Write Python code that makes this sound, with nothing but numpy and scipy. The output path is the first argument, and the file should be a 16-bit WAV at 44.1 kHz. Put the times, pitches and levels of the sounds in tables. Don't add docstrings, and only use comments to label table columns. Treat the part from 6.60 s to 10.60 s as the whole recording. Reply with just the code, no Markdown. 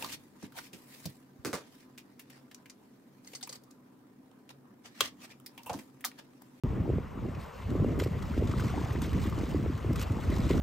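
import sys
import numpy as np
from scipy import signal
from scipy.fft import rfft, irfft, next_fast_len
from scipy.io import wavfile
from scipy.ndimage import uniform_filter1d, map_coordinates

SR = 44100
rng = np.random.default_rng(int(sys.argv[2]) if len(sys.argv) > 2 else 0)


def amp(db):
    return 10 ** (np.asarray(db, float) / 20)


def write(x):
    x = np.atleast_2d(x).T
    wavfile.write(sys.argv[1], SR, np.round(np.clip(x, -1, 1) * 32767).astype(np.int16))


N = 176400

# (time [s], level [dB])
STIRRING = [
    (0.04, -69.5),
    (0.51, -72.5),
    (0.99, -61.5),
    (1.45, -64.5),
    (2.09, -55),
    (3.29, -61),
    (4.0, -53.5),
]
# (frequency [Hz], likeness [0-1])
WATER_ALIKE = [(300, 0.5), (750, 0.12), (1200, 0.81), (2000, 0.99), (15000, 0.81)]


def unit(x):
    return x / np.sqrt(np.mean(x ** 2) + 1e-20)


def along(points, hz):
    f, v = np.transpose(points)
    return np.interp(np.log(hz + 1), np.log(f + 1), v)


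def curve(rows):
    return np.interp(np.arange(N) / SR, *np.transpose(rows))


def wobble(rate):
    knots = rng.standard_normal(int(N * rate / SR) + 4)
    return map_coordinates(knots, [np.arange(N) * rate / SR])


def filtered(x, response):
    m = next_fast_len(N + 8192)
    return irfft(rfft(x, m) * response(np.fft.rfftfreq(m, 1 / SR)), m)[..., :N]


def rush(spectrum, patchy_db):
    z = signal.stft(rng.standard_normal((2, N)), nperseg=512)[2]
    field = uniform_filter1d(rng.standard_normal(z.shape[1:]), size=8, axis=0)
    field = uniform_filter1d(field, size=5, axis=1)
    pair = signal.istft(z * amp(patchy_db * unit(field)), nperseg=512)[1][:, :N]
    points = [(10, -120)] + list(spectrum) + [(22050, -120)]
    return unit(filtered(pair, lambda hz: amp(along(points, hz))))


def spread(pair, alike):
    turn = lambda hz: np.arccos(np.clip(along(alike, hz), 0, 1)) / 2
    mid, side = filtered(pair, lambda hz: np.array([np.cos(turn(hz)), np.sin(turn(hz))]))
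    return np.array([mid + side, mid - side])


def bursts(rows, attack_s):
    out, t = np.zeros(N + SR), np.arange(SR // 4) / SR
    for s, db, length in rows:
        rise = 1 - np.exp(-t / attack_s)
        fall = 1 + np.exp(np.clip((t - length) / (0.2 * abs(length) + 1e-4), -30, 30))
        out[round(s * SR):][:len(t)] += amp(2 * db) * rise / fall
    return np.sqrt(out[:N])


def grains(s, hz, gain, cycles, rise, size):
    t = np.arange(size) / SR
    u = t * hz[:, None] / cycles
    tone = np.sin(2 * np.pi * cycles * (u + rise * u * u / 2))
    ring = gain[:, None] * tone * np.exp(-3 * u) * (1 - np.exp(-12 * u))
    at = (s * SR).astype(int)[:, None] + np.arange(size)
    return np.bincount(at.ravel(), ring.ravel(), N + size)[:N]


def shower(per_s, mean_hz, spread_oct, scatter_db, cycles, rise, size):
    u = rng.random((int(per_s * N / SR), 3))
    hz = np.clip(mean_hz * 2 ** (spread_oct * 3.49 * (u[:, 1] - .5)), 40, 15000)
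    gain = amp(-scatter_db * np.log(u[:, 2] + 1e-3)) * mean_hz / hz
    return unit(grains(u[:, 0] * N / SR, hz, gain, cycles, rise, size))


def puffs(rows, cycles):
    s, db, hz = np.transpose(rows)
    step = np.arange(4000) - 2000
    u = step / SR * hz[:, None]
    phase = 2 * np.pi * (u - 0.095 * u * u + rng.random((len(s), 1)))
    swing = amp(db)[:, None] * np.cos(phase) * np.exp(-(u / cycles) ** 2)
    at = np.clip((s * SR).astype(int)[:, None] + step, 0, N)
    return np.bincount(at.ravel(), swing.ravel(), N + 1)[:N]


def harbour():
    # (frequency [Hz], density [dB per Hz])
    wash = [(250, -15.5), (450, 2), (800, -2), (1100, -2), (1600, -11), (2800, -16), (4500, -29.5),
            (16000, -34.5)]
    wash_db, follows = -48, 0.19
    churn_db = curve(STIRRING)
    swell_db = follows * (churn_db - churn_db.mean()) + 0.47 * wobble(5.3)
    return amp(wash_db + swell_db) * spread(rush(wash, patchy_db=2.0), WATER_ALIKE)


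def wind_thump(strength_db, shared_db, alike):
    # (frequency [Hz], density [dB per Hz])
    rumble = [(15, -45), (25, -8), (75, 2.5), (216, -7.5), (254, -13.5), (356, -27.5), (400, -18.5),
              (520, -34), (880, -120)]
    # (centre time [s], peak level [dB], pitch [Hz])
    swings = [(0.046, -22, 104), (0.083, -28, 51.6), (0.21, -22, 89), (0.301, -22, 114), (0.342, -23.5, 92),
              (0.698, -29, 113), (1.066, -27.5, 81), (1.209, -17.5, 110), (1.302, -26.5, 74.4),
              (1.42, -26, 90), (1.469, -23, 111), (1.516, -24, 158), (1.572, -25.5, 110),
              (1.722, -26.5, 74.6), (1.796, -21.5, 71), (1.906, -23, 100), (1.977, -24, 82),
              (2.015, -27.5, 100), (2.058, -20.5, 97), (2.243, -22.5, 116), (2.316, -22.5, 105),
              (2.369, -27, 76), (2.563, -27, 134), (2.764, -27, 89), (2.848, -27.5, 67.4), (2.972, -24, 79),
              (3.011, -27.5, 100), (3.084, -22.5, 80), (3.154, -25, 108), (3.266, -22.5, 99.6),
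              (3.299, -22, 113), (3.329, -23, 81), (3.426, -27, 77), (3.477, -26.5, 71), (3.516, -20.5, 98),
              (3.691, -18, 81), (3.806, -21, 98), (3.846, -24, 97), (3.915, -26.5, 66), (3.992, -25.5, 74)]
    bed_db, duck = -1.5, 0.41
    sway = amp(.5 * shared_db + wobble(14))
    bed = amp(strength_db + bed_db) * unit(sway * spread(rush(rumble, patchy_db=1.5), alike))
    heaves = puffs(swings, cycles=0.94)
    heave_level = np.sqrt(np.abs(uniform_filter1d(heaves ** 2, size=900)))
    return heaves + bed / (1 + duck * heave_level / amp(strength_db))


def wind_eddies():
    # (time [s], peak level [dB], pitch [Hz])
    eddies = [(0.046, -21, 250), (0.278, -22, 271), (0.291, -19.5, 262), (0.300, -17, 303),
              (0.333, -21, 240), (0.383, -20.5, 330), (0.574, -27.5, 209), (0.651, -26, 225),
              (0.686, -26.5, 232), (1.152, -18.5, 289), (1.177, -29, 402), (1.198, -26, 380),
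              (1.222, -15.5, 218), (1.2455, -15.5, 315), (1.326, -24, 320), (1.422, -18, 354),
              (1.462, -18.5, 298), (1.777, -18, 264), (1.824, -18, 302), (2.179, -22.5, 217),
              (2.214, -25.5, 212), (2.353, -23, 269), (2.834, -19, 240), (2.946, -16, 266),
              (3.061, -20, 300), (3.246, -22.5, 277), (3.308, -20, 227), (3.724, -22, 257),
              (3.905, -12.5, 266), (3.913, -16.5, 265)]
    # (centre time [s], peak level [dB], pitch [Hz])
    gulps = [(0.041, -30, 288), (0.059, -26.5, 230), (0.205, -29, 254), (0.268, -32, 284),
             (1.266, -24, 251), (1.415, -25.5, 348), (1.712, -27.5, 233), (1.842, -28.5, 354),
             (1.942, -27.5, 310), (2.051, -33.5, 223), (2.43, -26.5, 246), (2.481, -29, 270),
             (2.53, -31, 258), (2.55, -25, 247), (2.659, -28.5, 310), (2.675, -26.5, 278),
             (2.783, -27, 285), (2.964, -22, 259), (3.0, -28.5, 271), (3.103, -26, 290), (3.398, -34, 274),
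             (3.51, -27, 283), (3.533, -31.5, 255), (3.572, -29.5, 300), (3.704, -30, 274),
             (3.759, -31, 302), (3.861, -27.5, 253), (3.873, -28, 266), (3.952, -25, 346),
             (3.973, -28, 195)]
    start_ratio, ring_db, top_hz = 1.574, 2.5, 1000
    s, db, hz = np.transpose(eddies)
    rings = grains(s, start_ratio * hz, amp(db + ring_db), cycles=4.88, rise=-0.63, size=2500)
    return filtered(rings, lambda f: 1 / (1 + (f / top_hz) ** 4)) + puffs(gulps, cycles=1.38)


def wind_flutter(strength_db, shared_db, alike):
    # (frequency [Hz], density [dB per Hz])
    turbulence = [(60, 2), (150, -6), (250, 0.5), (450, -7.5), (700, -18), (1200, -63.5)]
    flutter_db, grows, swirl_db = -9, 1.44, 1
    mean_db = strength_db.mean()
    gust = amp(flutter_db + mean_db + grows * (strength_db - mean_db))
    lumps = unit(amp(shared_db + 3 * wobble(30) + 3.5 * wobble(70)))
    swirls = np.array([shower(70, 320, spread_oct=0.607, scatter_db=2, cycles=4.37, rise=-0.47, size=2500)
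                       for _ in range(2)])
    soft = filtered(swirls, lambda hz: 1 / (1 + (hz / 650) ** 4))
    rough = lumps * spread(rush(turbulence, patchy_db=1.0), alike)
    return gust * (rough + amp(swirl_db) * spread(soft, alike))


def wind():
    # (time [s], strength [dB])
    gusts = [(.04, -32), (.33, -31), (.5, -42.5), (.66, -34.5), (.93, -48), (1.1, -34), (1.22, -26.5),
             (1.45, -33), (1.63, -36), (1.78, -29), (2.3, -33), (2.45, -32), (2.9, -33), (3.0, -27.5),
             (3.22, -38.5), (3.27, -31), (3.5, -35), (3.75, -28)]
    alike = [(50, 0.84)]
    right_db = 0.17
    port_top, rumble_cut_hz = 0.2, 32
    strength_db = curve(gusts)
    shared_db = 2.5 * wobble(16)
    low = wind_thump(strength_db, shared_db, alike) + wind_eddies()
    air = amp([[0], [right_db]]) * low + wind_flutter(strength_db, shared_db, alike)
    limited = port_top * np.tanh(air / port_top)
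    return filtered(limited, lambda f: 1 / (1 + (rumble_cut_hz / (f + 1)) ** 6))


def spray_and_foam(churn, sheets):
    # (frequency [Hz], density [dB per Hz])
    fizz = [(500, -38), (1150, 2), (1650, -5.5), (2150, -3), (3000, -4), (8000, -12), (11000, -15.5),
            (16000, -19.5)]
    # (time [s], peak level [dB], brightness [dB])
    slaps = [(0.7487, -49, -31), (1.102, -43, -20), (1.267, -53, -13), (1.3896, -39.5, -11),
             (1.3979, -27, -26.5), (1.4352, -35.5, -11), (1.442, -41, -12), (1.471, -42, -24),
             (1.623, -38.5, -26), (1.6935, -47, -29), (1.7759, -40.5, -24), (1.872, -37.5, -34),
             (1.9115, -34.5, -27), (2.0283, -44, -31), (2.2443, -57, -13), (2.3294, -53, -3),
             (2.4176, -33, -14), (2.53, -40, -15), (2.6374, -39, -21), (2.694, -42.5, -10),
             (2.785, -37, -22), (3.1767, -45, -19), (3.3287, -38.5, -15), (3.3563, -31, -17),
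             (3.395, -37, -16), (3.413, -29.5, -20), (3.423, -32.5, -12), (3.5179, -43, -12.5),
             (3.7012, -44, -12)]
    slap_s, slap_db, usual_bright_db = 0.0061, -9, -21
    foam = rush(fizz, patchy_db=2.0)
    top = filtered(foam, lambda hz: 1 / (1 + (9000 / (hz + 1)) ** 6))
    patter = unit(amp(1.23 * wobble(18) + 1.46 * wobble(150) + 2.2 * wobble(600)))
    bed = np.hypot(1.365 * churn, sheets) * patter
    rattle = amp(slap_db) * unit(amp(1.5 * wobble(400)))
    dull = [(s, db, slap_s) for s, db, _ in slaps]
    bright = [(s, db + b - usual_bright_db, slap_s) for s, db, b in slaps]
    body = np.hypot(bed, rattle * bursts(dull, attack_s=0.00065))
    shine = np.hypot(bed, rattle * bursts(bright, attack_s=.001))
    return spread(body * (foam - top) + shine * top, WATER_ALIKE)


def drops_and_bubbles(churn, sheets):
    drops_db, bubbles_db = -9, 2
    drops = amp(drops_db) * shower(410, 5220, spread_oct=0.79, scatter_db=-2.5,
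                                   cycles=1.2, rise=0.17, size=300)
    bubbles = amp(bubbles_db) * shower(120, 1770, spread_oct=0.618, scatter_db=2,
                                       cycles=7.4, rise=0.24, size=900)
    return np.hypot(churn, 0.63 * sheets) * drops + np.hypot(churn, 0.24 * sheets) * bubbles


def plops():
    # (time [s], peak level [dB], pitch [Hz])
    pockets = [(1.4005, -29.5, 1870), (1.400, -31.5, 2400), (1.401, -32, 1430), (1.7379, -34.5, 1350),
               (1.399, -28, 3060), (1.937, -30.5, 1200), (1.9968, -28.5, 1400), (2.139, -27.5, 683),
               (2.178, -27.5, 840), (2.2156, -33, 920), (2.237, -35, 720), (2.258, -33, 720),
               (2.32, -39, 702), (0.255, -32.5, 785), (2.424, -32, 940), (2.4474, -36, 2000),
               (2.725, -29.5, 1114), (2.9647, -40, 1070), (3.5865, -33, 805), (3.722, -28, 580),
               (3.7184, -32, 1910), (3.7692, -30, 850), (3.899, -31, 966)]
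    plop_db = 1
    s, db, hz = np.transpose(pockets)
    return grains(s, hz, amp(db + plop_db), cycles=10, rise=.15, size=1500)


def swimmer():
    # (time [s], level [dB], length [s])
    falling = [(.785, -57.5, 0.064), (1.0, -66, 0.12), (1.405, -44, 0.038), (1.975, -47.5, 0.039),
               (2.425, -48, 0.022), (2.615, -50.5, 0.048), (2.89, -51, 0.029), (3.357, -49, 0.034),
               (3.39, -45.5, 0.043), (3.6, -49.5, 0.037), (3.71, -52.5, 0.16), (3.89, -45, 0.029)]
    churn = amp(curve(STIRRING))
    sheets = bursts(falling, attack_s=0.0035)
    return spray_and_foam(churn, sheets) + drops_and_bubbles(churn, sheets) + plops()


def scene():
    # (frequency [Hz], left over right [dB])
    lean = [(300, 8), (750, 1.5), (1250, 4.5), (2000, 0)]
    # (frequency [Hz], left leads by [radians])
    lead = [(0, 0), (860, .6), (1460, -.3), (2300, 0), (3450, .7), (7200, 0), (10000, -3.14),
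            (13500, -6.28), (16000, -8)]
    # (frequency [Hz], half width [Hz], level [dB])
    cavity = [(1104, 140, 1), (2020, 170, 3)]

    def paths(hz):
        left = amp(along(lean, hz) / 2) * np.exp(.5j * np.interp(hz, *np.transpose(lead)))
        return left ** np.array([[1], [-1]])

    housing = lambda hz: amp(sum(db / (1 + ((hz - c) / w) ** 2) for c, w, db in cavity))
    return filtered(swimmer() + harbour(), lambda hz: paths(hz) * housing(hz)) + wind()


def gapped(x, gaps):
    wander_hz, open_share, top_hz = 130, .035, 15830
    hz, t, z = signal.stft(x, SR, nperseg=2048)
    u = rng.random(len(t))
    for a, b in gaps:
        shift = wander_hz * np.round(uniform_filter1d(rng.standard_normal((2, len(t))), size=3) * 2)
        inside = (hz[:, None] > a + shift[0]) & (hz[:, None] < b + shift[1])
        z[inside & (u > open_share)] = 0
    return filtered(signal.istft(z, SR, nperseg=2048)[1][:N], lambda f: f < top_hz)


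def band_limit(x):
    return signal.sosfilt(signal.butter(12, 16500, fs=SR, output="sos"), x)


def record(dry):
    # (from [Hz], to [Hz])
    mid_gaps = [(9250, 10650), (15550, 17000)]
    # (from [Hz], to [Hz])
    side_gaps = [(1950, 2600), (5200, 5800), (6300, 7600), (12700, 14450)]
    start_s, kick, kick_s = .0362, 0.053, 0.0026
    mid = gapped(dry[0] + dry[1], mid_gaps) / 2
    side = gapped(dry[0] - dry[1], side_gaps) / 2
    t = np.arange(N) / SR - start_s
    pair = np.array([mid + side, mid - side]) + kick * np.exp(-np.abs(t) / kick_s)
    return band_limit(pair * (t >= 0))


dry = scene()
out = record(dry)
write(out)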